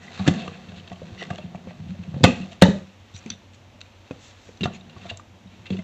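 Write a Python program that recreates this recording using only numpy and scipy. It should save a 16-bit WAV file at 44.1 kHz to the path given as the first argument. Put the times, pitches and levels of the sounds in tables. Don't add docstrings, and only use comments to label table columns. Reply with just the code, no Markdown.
import sys
import numpy as np
from scipy import signal
from scipy.fft import rfft, irfft, next_fast_len
from scipy.io import wavfile
from scipy.ndimage import map_coordinates

SR = 44100
rng = np.random.default_rng(int(sys.argv[2]) if len(sys.argv) > 2 else 0)


def to_wav(s):
    ch = np.atleast_2d(s).T
    pcm = np.round(np.clip(ch, -1, 1) * 32767)
    wavfile.write(sys.argv[1], SR, pcm.astype(np.int16))


def ratio_of_db(decibels):
    return 10 ** (np.asarray(decibels, float) / 20)


N = 257103

# f/Hz, width/Hz, level/dB
TABLE_MODES = [(153.2, 14.8, -1), (188.3, 6.7, 3), (231, 24.2, -2), (345, 9.6, -6)]
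BOARD_MODES = [(380, 30, -2.5), (424.7, 27, -2), (530, 43, -1.5), (616, 17, -16), (695.5, 72, 3.5),
               (826, 75, -7.5), (877, 33, -10), (1110, 11, 1), (1181, 14, -0.5)]
HOLDER_MODES = [(1340, 2200, -6.5), (2040, 960, -2), (2700, 232, -3), (3200, 170, -4.5), (3596, 395, -6.5),
                (4360, 690, -8.5)]
SPRING_MODES = [(5620, 990, -6), (6388, 503, 5.5), (6364, 707, 7), (7130, 4400, -7.5)]
# t/s, level/dB, deep mode level/dB, favoured f/Hz, ring time factor
CELL_BLOWS = [
    (.275, -9.5, -4.5, 286, 0.51),
    (1.303, -22, -5, 190, 0.54),
    (2.24, -1, -4.5, 223, 0.27),
    (2.621, 4, -16, 189, 0.6),
    (4.108, -24, -10, 268, 0.25),
    (4.608, -23, -4, 210, 0.38),
    (4.615, -23, -10.5, 191.7, 0.41),
    (5.705, -18, -11, 192.8, 1.73),
]


def unit(x):
    return x / np.sqrt(np.mean(x ** 2) + 1e-20)


def along(points, hz):
    f, v = np.transpose(points)
    return np.interp(np.log(hz + 1), np.log(f + 1), v)


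def filtered(x, response):
    m = next_fast_len(x.shape[-1] + SR // 8)
    spectrum = rfft(x, m) * response(np.fft.rfftfreq(m, 1 / SR))
    return irfft(spectrum, m)[..., :x.shape[-1]]


def body(modes):
    def response(f):
        total = 0
        for k, (centre, width, db) in enumerate(modes):
            damping = 1j * f * width
            total = total + (-1) ** k * ratio_of_db(db) * damping / (centre * centre - f * f + damping)
        return total
    return response


def lay(track, s, sound):
    track[round(s * SR):][:len(sound)] += sound


def grit(rate, spike_db):
    slips_now = rng.random(N) < rate / SR
    return slips_now * ratio_of_db(spike_db * rng.exponential(size=N)) * rng.standard_normal(N)


def room_tone():
    # f/Hz, level/dB per Hz
    air_shape = [(180, -46), (300, 0.5), (400, -9), (557, -4), (764, -9), (852, -7), (1420, -14.5),
                 (2780, -12.5), (3560, -15), (4880, -23.5), (5910, -20.5), (8000, -28), (10400, -62),
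                 (17600, -120)]
    # f/Hz, level/dB per Hz
    rumble_shape = [(15, -43.5), (30, -2), (60, 0.5), (130, -1), (160, -19), (260, -5), (310, -44.5)]
    # f/Hz, level/dB rms
    machines = [(90, -56.5), (96, -54), (119, -69), (220.7, -65)]
    air, rumble = [unit(filtered(rng.standard_normal(N), lambda hz: ratio_of_db(along(shape, hz))))
                   for shape in (air_shape, rumble_shape)]
    t = np.arange(N) / SR - 3.835
    sway = map_coordinates(rng.standard_normal(40), [np.arange(N) / N * 30])
    hum = sum(np.sqrt(2) * ratio_of_db(db + 1.8 * sway) * np.cos(2 * np.pi * hz * t) for hz, db in machines)
    return ratio_of_db(-56) * air + ratio_of_db(-54) * rumble + hum


def shake(db, t60):
    t = np.arange(N) / SR
    return sum(ratio_of_db(db + blow_db - 60 * (t - s).clip(0) / t60) * (t > s) for s, blow_db, *_ in CELL_BLOWS)


def hands():
    # t/s, sliding level/dB, pressure level/dB
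    hand_motion = [(0, -57, -41.5), (0.163, -43, -50.5), (.39, -44.5, -32.5), (.52, -51.5, -44.5),
                   (.9, -56.5, -49), (1.33, -51.5, -42.5), (1.5, -61, -43.5), (2.1, -57, -51.5),
                   (2.419, -49.5, -45), (2.58, -59.5, -50), (2.94, -66, -79), (3.26, -53.5, -57),
                   (3.52, -70, -63.5), (4.3, -56, -72.5), (4.82, -65, -49), (5.081, -48.5, -49.5),
                   (5.25, -75, -62.5), (5.751, -55.5, -51.5)]
    # level/dB under the blow, t60/s
    rattles = [
        (-46, .55),
        (-45.5, 0.45),
        (-34, 0.3),
        (-19, 0.17),
    ]
    s, *columns = np.transpose(hand_motion)
    slide_db, press_db = [np.interp(np.arange(N) / SR, s, column) for column in columns]
    creak_db = 0.46 * slide_db + 0.54 * press_db - 3
    drives = slide_db, slide_db - 13, creak_db, press_db
    rub, hiss, creak, tremor = [ratio_of_db(db) + shake(*after) for db, after in zip(drives, rattles)]

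    slide = grit(rate=6000, spike_db=2.0)
    creaking = grit(rate=2700, spike_db=2.5)
    trembling = grit(rate=920, spike_db=0.5)
    out = unit(filtered(slide, body(HOLDER_MODES))) * rub
    out += unit(filtered(slide, body(SPRING_MODES))) * hiss
    out += unit(filtered(creaking, lambda f: body(BOARD_MODES)(f) / f.clip(400))) * creak
    return out + unit(filtered(trembling, lambda f: body(TABLE_MODES)(f) ** 2)) * tremor


def scrapes():
    # start t/s, length/s, level/dB, centre f/Hz, brightness/dB
    short_slides = [(0.26, 0.032, -27, 1480, -16), (0.336, 0.19, -43.5, 3240, -36),
                    (0.509, 0.088, -47, 2300, -26), (0.678, 0.035, -49, 2950, -18),
                    (0.738, 0.1, -48, 3200, -14), (0.922, 0.025, -50, 2980, -7),
                    (1.163, 0.11, -44.5, 3300, -17), (1.37, 0.18, -55, 2700, -25),
                    (1.547, 0.028, -48.5, 2260, -15), (1.66, 0.095, -50.5, 2280, -19),
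                    (1.853, 0.12, -55.5, 2650, -19), (2.507, 0.05, -44.5, 2700, -10),
                    (3.132, 0.096, -55, 3700, -1), (3.28, 0.097, -49, 3830, -25),
                    (3.522, 0.063, -55, 2980, -4), (4.154, 0.28, -54.5, 3770, -1.5),
                    (4.709, 0.1, -47.5, 2700, -11), (4.982, 0.15, -53.5, 2900, -16),
                    (5.087, 0.034, -35.5, 3200, -22.5), (0, 0.11, -50.5, 1900, -7),
                    (5.469, 0.19, -57.5, 2700, -17), (5.648, 0.051, -45, 2600, -21),
                    (5.71, 0.064, -48, 3200, -29), (4.312, 0.4, -65.5, 4300, 3)]
    out, slide = np.zeros(N), grit(rate=7000, spike_db=1.5)
    for s, length, db, hz, bright_db in short_slides:
        piece = slide[round(s * SR):][:round(length * SR)]
        swell = np.sin(np.pi * np.linspace(0, 1, len(piece)) ** 0.69) ** 4
        spot = body([(hz, 0.5 * hz, 0)])
        dull = unit(filtered(piece, lambda f: body(HOLDER_MODES)(f) * spot(f)))
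        bright = unit(filtered(piece, body(SPRING_MODES)))
        lay(out, s, ratio_of_db(db) * swell * (dull + ratio_of_db(bright_db) * bright))
    return out


def singing():
    # start t/s, length/s, level/dB, f/Hz
    squeaks = [(0, 0.14, -52.5, 2000), (.335, 0.043, -54, 2650), (0.36, 0.085, -46, 3600),
               (0.392, 0.074, -48.5, 2660), (1.172, 0.074, -44, 2800), (1.189, .045, -40.5, 1955),
               (1.175, 0.066, -53, 5770), (1.309, .05, -51.5, 2740), (1.39, 0.075, -54, 2700),
               (2.397, 0.052, -46.5, 2700), (3.138, 0.033, -44, 3880), (3.137, .03, -50.5, 5900),
               (3.166, 0.038, -52, 6000), (3.169, .03, -52, 7000), (3.155, 0.055, -58, 2500),
               (5.66, 0.041, -48, 2700), (5.714, .04, -47, 2700), (1.885, .09, -38, 190),
               (1.985, .05, -40, 190), (5.735, .065, -33, 190), (2.64, .04, -19, 190),
               (2.76, .04, -40, 190), (1.935, .03, -49, 550), (2.155, .045, -43, 550),
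               (2.14, .05, -50, 720), (3.83, .065, -59, 2400), (3.83, .065, -66, 4000),
               (4.04, .07, -65, 3700), (4.63, .05, -50, 6200), (4.725, .05, -57, 6800),
               (4.73, .04, -51, 2600), (4.75, .03, -53, 4300), (5.176, .035, -59, 7200),
               (5.72, .035, -54, 4300), (2.48, .07, -48, 680)]
    # t/s, level/dB, f/Hz, t60/s
    buzzes = [
        (2.25, -24, 2600, 0.32),
        (2.25, -30, 1205, 0.22),
        (2.25, -33, 1970, 0.3),
        (2.63, -30.5, 1735, .3),
        (2.63, -32, 3810, 0.36),
        (2.63, -32, 3000, 0.23),
        (2.63, -27.5, 889, 0.28),
        (3.305, -48, 5980, .15),
        (3.305, -47, 3560, 0.21),
    ]
    out, slide, t = np.zeros(N + SR), grit(rate=4400, spike_db=3.0), np.arange(SR // 3) / SR
    shapes = [(s, hz, ratio_of_db(db) * np.sin(np.pi * (t / length).clip(0, 1)) ** 1.4)
              for s, length, db, hz in squeaks]
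    shapes += [(s, hz, ratio_of_db(db - 60 * t / t60) * (1 - np.exp(-t / .004))) for s, db, hz, t60 in buzzes]
    for s, hz, shape in shapes:
        piece = slide[rng.integers(N - len(t)):][:len(t)]
        part = body([(hz, 0.09 * hz, 0)])
        lay(out, s, shape * unit(filtered(piece, lambda f: part(f) ** 2)))
    return out[:N]


def ringing():
    # start t/s, length/s, peak level/dB, f/Hz
    rocking_notes = [(2.715, .085, -23, 195), (2.255, .085, -19, 240), (2.3, .06, -37, 545),
                     (2.37, .035, -29, 230), (2.42, .055, -30, 190), (2.68, .06, -29, 420),
                     (2.73, .06, -35, 590), (2.64, .035, -19, 275), (.272, .026, -14, 135),
                     (.352, .055, -27, 215), (.4, .07, -33, 185), (.4, .045, -40, 730),
                     (.255, .035, -35, 1280), (.188, .028, -41, 1150), (.445, .025, -42, 650),
                     (1.9, .045, -30, 190), (5.71, .025, -32, 370), (5.742, .02, -30, 380),
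                     (5.785, .035, -43, 650), (5.668, .035, -48, 2750), (.018, .035, -50, 1950),
                     (4.715, .045, -52, 2700), (4.755, .022, -53, 2050), (3.787, .018, -50, 600),
                     (3.74, .018, -50, 600), (1.268, .035, -37, 190), (2.175, .025, -40, 540),
                     (1.755, .03, -38, 140), (4.617, .024, -18.5, 190), (4.732, .045, -37, 215),
                     (4.672, .018, -38, 1400), (4.963, .025, -46, 350), (5.05, .022, -46, 350),
                     (5.107, .028, -46, 490), (2.621, .025, -15, 300), (2.24, .022, -19, 1500),
                     (1.028, .018, -42, 600)]
    out, t = np.zeros(N + SR), np.arange(SR // 8) / SR
    for s, length, db, hz in rocking_notes:
        swell = np.sin(np.pi * (t / length).clip(0, 1) ** 0.6)
        drift = np.cumsum(rng.standard_normal(len(t)))
        phase = 2 * np.pi * hz * t + 0.03 * np.sqrt(hz / 1000) * drift
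        lay(out, s, ratio_of_db(db) * swell * np.sin(phase))
    return out[:N]


def clicks(rows):
    dull, bright, notes = np.zeros((3, N + SR))
    t = np.arange(SR // 8) / SR
    for s, db, hz, t60, note_db, bright_db in rows:
        t60 = max(t60, .003)
        fade = ratio_of_db(db - 60 * t / t60) * (1 - np.exp(-t / (0.094 * t60)))
        crack, spark, drift = rng.standard_normal((3, len(t)))
        near = signal.lfilter(*signal.iirpeak(min(hz, 4200), 1.3, SR), crack)
        note = np.sin(2 * np.pi * hz * t + 0.051 * np.cumsum(drift))
        lay(dull, s, fade * (near + 0.33 * crack))
        lay(bright, s, ratio_of_db(bright_db) * fade * spark)
        lay(notes, s, ratio_of_db(note_db + 22 * t / t60) * fade * note)
    cracks = ratio_of_db(14.5) * filtered(dull, body(HOLDER_MODES)) + ratio_of_db(14) * filtered(bright, body(SPRING_MODES))
    return cracks[:N], notes[:N]


def slips():
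    # t/s, peak level/dB, f/Hz
    spring_slips = [(.4775, -30, 2690), (.54, -43, 1600), (1.177, -37, 2000), (1.199, -38, 2920),
                    (1.2262, -37, 4400), (1.237, -42, 3500), (2.6205, -6, 3260), (2.632, -15, 2910),
                    (3.237, -43, 2520), (3.274, -41, 2630), (3.293, -44, 6060), (3.315, -37, 3580),
                    (3.316, -37, 2090), (3.324, -41, 3600), (3.337, -38, 3600), (5.665, -38, 3710),
                    (5.79, -43, 2700), (5.789, -46, 4220), (.175, -38, 2500), (3.3015, -25, 4500),
                    (3.302, -26, 3450), (4.111, -40, 1400), (4.574, -47, 6100), (4.643, -24, 3700),
                    (4.798, -53, 7300), (5.066, -40, 3700), (5.105, -26, 2750), (5.104, -31, 4000),
                    (5.1725, -39, 6700), (4.928, -45, 2800)]
    t60, note_db, bright_db = 0.015, 2, -13.5
    return sum(clicks([(*row, t60, note_db, bright_db) for row in spring_slips]))


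def sparks():
    # t/s, peak level/dB, leaning f/Hz
    contacts = [(1.2265, -27, 3400), (1.237, -30, 3200), (1.251, -38, 3300), (1.3035, -27, 2000),
                (1.358, -30, 3600), (1.3815, -33, 1600), (1.209, -36, 1400), (.178, -40, 1500),
                (.199, -36, 1500), (.2905, -27, 4200), (2.2385, -6, 1550), (2.6213, -2, 3800),
                (4.798, -48, 4100), (4.765, -46, 4200), (4.898, -44, 3700), (4.953, -50, 4100),
                (4.844, -50, 2300), (5.1725, -36, 4200), (5.6655, -40, 4200), (4.1095, -40, 1100),
                (1.27, -44, 3000), (4.6395, -21, 3800), (4.6475, -25, 3700), (4.6535, -25, 4000),
                (4.619, -32, 3500), (.898, -42, 3900), (1.055, -45, 3200), (1.082, -44, 2650),
                (.885, -42, 2200), (.419, -38, 3800)]
    out, t = np.zeros(N + SR), np.arange(SR // 50) / SR
    for s, db, hz in contacts:
        burst = ratio_of_db(-60 * t / .005) * rng.standard_normal(len(t))
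        spot = body([(hz, 0.3 * hz, 0)])
        tick = filtered(burst, lambda f: spot(f) * (.4 + body(HOLDER_MODES)(f))
                        + ratio_of_db(-28) * body(SPRING_MODES)(f))
        lay(out, s, ratio_of_db(db) * tick / np.max(np.abs(tick)))
    return out[:N]


def click_rows():
    # t/s, peak level/dB, own ring f/Hz
    dry_ticks = [(0.1922, -26, 3900), (0.477, -23.5, 1210), (0.7184, -38.5, 1620), (0.8747, -31.5, 3200),
                 (.8977, -39, 2760), (0.915, -35.5, 1920), (1.2257, -26, 1970), (1.2504, -34, 2070),
                 (1.3049, -20, 1160), (1.381, -30, 3350), (1.544, -41, 1110), (1.671, -40, 1110),
                 (1.705, -37, 1990), (2.034, -37, 2610), (2.142, -34, 1130), (2.2085, -42, 2594),
                 (4.655, -16, 1206), (4.8953, -37, 2780), (5.063, -40.5, 2300), (5.657, -33, 2050),
                 (5.7027, -26, 3380), (5.767, -32, 2850), (5.729, -39, 2580)]
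    # t/s, peak level/dB, own ring f/Hz, t60/s, ring share/dB
    clip_snaps = [(0.2759, -7.5, 2590, 0.03, -15), (0.278, -13.5, 2540, 0.021, -26),
                  (2.2326, -17, 4900, .045, 0.5), (2.2377, 3.5, 2580, 0.022, -8.5),
                  (2.2433, -8, 2050, 0.03, -4.5), (2.2501, -10, 2700, .023, -2),
                  (2.6145, -18.5, 3050, .024, 0), (2.6207, 2, 1652, .026, -5.5),
                  (2.6352, -17.5, 1790, 0.02, 6), (3.3022, -22.5, 6010, 0.0088, 8.5),
                  (4.6085, -30, 2780, 0.0079, 9)]
    # t/s, peak level/dB, f/Hz, t60/s, brightness/dB
    part_pings = [(0.798, -35, 3070, 0.012, -22), (.8435, -43, 2600, 0.0099, -26),
                  (0.9583, -44, 3100, .015, -23), (1.2357, -31, 1940, 0.017, -21),
                  (1.3583, -34, 2800, 0.01, -9), (4.1095, -34.5, 2530, 0.018, -36),
                  (4.6085, -31, 2770, 0.04, -14), (4.6348, -23, 2710, 0.045, -17),
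                  (4.8095, -40, 3780, 0.012, -18), (4.963, -40, 1130, 0.035, -25),
                  (5.1, -25, 2706, 0.018, -14), (5.172, -36, 7600, 0.009, 5),
                  (5.196, -33.5, 1170, .016, -32), (5.4725, -48, 3780, 0.017, -27),
                  (5.788, -35.5, 2080, 0.032, -20)]
    # t/s, peak level/dB, f/Hz
    spring_flicks = [
        (3.1395, -39, 3680),
        (3.1632, -27.5, 6000),
        (3.261, -29, 2420),
        (3.533, -44, 2700),
        (3.806, -33, 4280),
        (3.8134, -22.5, 3860),
        (4.489, -43, 2410),
        (4.5724, -37, 4060),
    ]
    spring_twangs = [
        (2.251, -19, 2700, 0.051),
        (2.6212, -4, 3887, 0.011),
        (2.6366, -10.5, 3670, 0.014),
        (3.3013, -24, 4030, 0.008),
        (4.6086, -26, 3700, 0.0086),
        (4.6321, -15.5, 3780, 0.02),
    ]
    return ([(*row, 0.022, -3.5, -19.5) for row in dry_ticks]
            + [(*row, -10) for row in clip_snaps]
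            + [(*row, 3.5, bright_db) for *row, bright_db in part_pings]
            + [(*row, 0.01, -4, -9) for row in spring_flicks]
            + [(*row, -.1, -21) for row in spring_twangs])


def knock_rows():
    # t/s, level/dB, favoured f/Hz
    finger_presses = [(0.193, -19, 197.7), (.476, -33.5, 208), (0.678, -36, 186), (0.723, -33, 169),
                      (.768, -35, 174), (.911, -30.5, 182), (1.015, -30.5, 166), (1.386, -34.5, 189),
                      (1.441, -27, 175), (1.544, -30.5, 180), (1.67, -28.5, 180), (1.796, -29.5, 156),
                      (1.839, -29.5, 159), (1.863, -29, 172), (2.03, -36, 191), (1.891, -27, 178),
                      (1.937, -33, 190), (1.988, -25.5, 178), (2.077, -25.5, 162), (2.114, -33, 179),
                      (2.139, -23, 140.5), (2.206, -21.5, 183), (3.303, -32.5, 218), (3.746, -45.5, 233),
                      (4.633, -22.5, 231), (4.73, -40, 194), (5.329, -43.5, 193), (5.053, -36.5, 201)]
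    # t/s, level/dB, favoured f/Hz, ring time factor
    board_slaps = [(0.264, -17, 186, 0.39), (.283, -5, 147, 0.23), (0.308, -13.5, 183, 0.41),
                   (0.363, -24, 199, 0.98), (1.332, -27.5, 183, 0.73), (2.164, -19.5, 168, 0.4),
                   (2.232, -7.5, 159, 0.34), (2.274, -8.5, 251.6, .67), (2.684, -6.5, 196.4, 0.98),
                   (2.401, -22.5, 191, 0.75), (2.746, -26, 194, 0.86), (3.259, -26, 216.3, .97),
                   (4.484, -41.5, 261, 0.62), (4.655, -16.5, 152, 0.37), (4.679, -22.5, 206, 0.61),
                   (5.456, -36, 193, 1.01), (5.789, -23.5, 203, 0.44)]
    # t/s, level/dB
    palm_thuds = [
        (1.116, -37.5),
        (3.143, -40.5),
        (4.125, -47.5),
        (4.961, -40.5),
        (5.112, -42),
        (5.584, -47.5),
    ]
    soft_s, hard_s = .0025, .00088
    return ([(s, db, -8, hz, 0.87, soft_s) for s, db, hz in finger_presses]
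            + [(*row, hard_s) for row in CELL_BLOWS]
            + [(s, db, -24.5, hz, factor, hard_s) for s, db, hz, factor in board_slaps]
            + [(s, db, 6, 175, 0.6, soft_s) for s, db in palm_thuds])


def ring(modes, t, stretch, attack, near_hz=None):
    if near_hz:
        modes = [(hz, width, .5 * db - 30 * abs(np.log2(hz / near_hz))) for hz, width, db in modes]
        modes = modes + [(near_hz, 0.056 * near_hz, -1)]
    hz, width, db = np.transpose(modes)[:, :, None]
    strength, phase = rng.standard_normal((2, len(modes), 1))
    fade = np.exp(-np.pi * width * t / max(stretch, .1)) * (1 - np.exp(-t / attack))
    x = np.sum(ratio_of_db(db + 1.5 * strength) * np.sin(2 * np.pi * hz * t + .9 * phase) * fade, axis=0)
    return x / np.max(np.abs(x))


def knocks():
    # f/Hz, width/Hz, level/dB
    deep_modes = [(70, 48, -25.5), (96.8, 18.7, 7), (136.8, 8.7, -12)]
    # t/s, peak level/dB, favoured f/Hz, ring time factor
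    board_taps = [(.196, -26, 760, 1.5), (.275, -14.5, 530, 0.39), (.283, -12, 727, 0.44),
                  (0.478, -28.5, 476, 0.81), (.719, -39, 650, .44), (.916, -27, 702, 0.81),
                  (1.017, -28.5, 495, 0.25), (1.304, -23, 705, 0.92), (1.385, -27, 608, .65),
                  (1.547, -26, 667, .6), (1.671, -31, 515, 0.46), (1.708, -32, 630, 0.61),
                  (2.141, -31, 560, .66), (2.207, -29, 530, 0.69), (2.239, -4, 515, 0.66),
                  (2.245, -1, 716, 0.39), (2.272, -13.5, 530, .6), (2.523, -40, 670, .74),
                  (2.62, 5, 539, 0.45), (2.631, -8, 448, 0.56), (2.659, -20, 443, .6),
                  (3.263, -38.5, 413, 0.73), (4.109, -25, 506, 0.44), (4.49, -36, 475, 0.34),
                  (4.608, -36, 380, 0.42), (4.632, -20, 391, 0.51), (4.656, -15, 715, 0.75),
                  (5.053, -31.5, 676, 1.01), (5.112, -27.5, 680, 0.93), (5.703, -25.5, 465, 0.7)]
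    grips = [0.336, 1.317, 1.347, 2.79, 5.8]  # s, a firm hand stills the table
    grip_db_per_s = 901
    table, board, t = np.zeros(N + SR), np.zeros(N + SR), np.arange(SR // 3) / SR
    for s, db, deep_db, hz, stretch, attack in knock_rows():
        blow = ring(TABLE_MODES, t, 1.08 * stretch, attack, hz)
        blow = blow + ratio_of_db(deep_db + 2.5) * ring(deep_modes, t, stretch, 0.012)
        held = sum((t + s - grip).clip(0) for grip in grips if grip > s)
        lay(table, s + .001, ratio_of_db(db) * blow * ratio_of_db(-grip_db_per_s * held))
    for s, db, hz, stretch in board_taps:
        lay(board, s + .0012, ratio_of_db(db) * ring(BOARD_MODES, t, 1.63 * stretch, 0.00011, hz))
    return table[:N], board[:N]


def walls(x):
    # f/Hz, t60/s
    room_decay = [(100, 0.39), (500, 0.34), (2000, 0.35), (8000, 0.33)]
    hz, t, z = signal.stft(rng.standard_normal(SR // 2), SR, nperseg=256)
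    dying = z * ratio_of_db(-60 * t / along(room_decay, hz)[:, None])
    tail = signal.istft(dying, SR, nperseg=256)[1]
    return signal.fftconvolve(np.pad(x, (200, 0)), tail / np.linalg.norm(tail))[:N]


def scene():
    table, board = knocks()
    cracks, notes = clicks(click_rows())
    slides = scrapes()
    echo = walls(ratio_of_db(-14) * table + ratio_of_db(-10) * board + ratio_of_db(-11) * (cracks + slides) + ratio_of_db(-24) * notes)
    out = room_tone() + hands() + slides + singing() + ringing() + slips() + sparks()
    out += cracks + notes + table + board + echo
    return out[None]


def roll_off(x):
    return signal.sosfilt(signal.butter(12, 16520, fs=SR, output="sos"), x)


def record(dry):
    # f/Hz, level/dB
    phone_band = [(7700, -0.5), (8200, -12), (8700, -58), (20000, -110)]
    narrow = filtered(dry, lambda hz: ratio_of_db(along(phone_band, hz)) * (1j * hz / (56 + 1j * hz)) ** 2)
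    overloaded = np.clip(narrow, -.98, .98)
    loud = filtered(overloaded, lambda hz: np.clip((16500 - hz) / 200, 0, 1) ** 2)
    hiss = ratio_of_db(-78.5) * filtered(rng.standard_normal(dry.shape), lambda hz: hz < 15100)
    return roll_off(loud + hiss)


dry = scene()
out = record(dry)
to_wav(out)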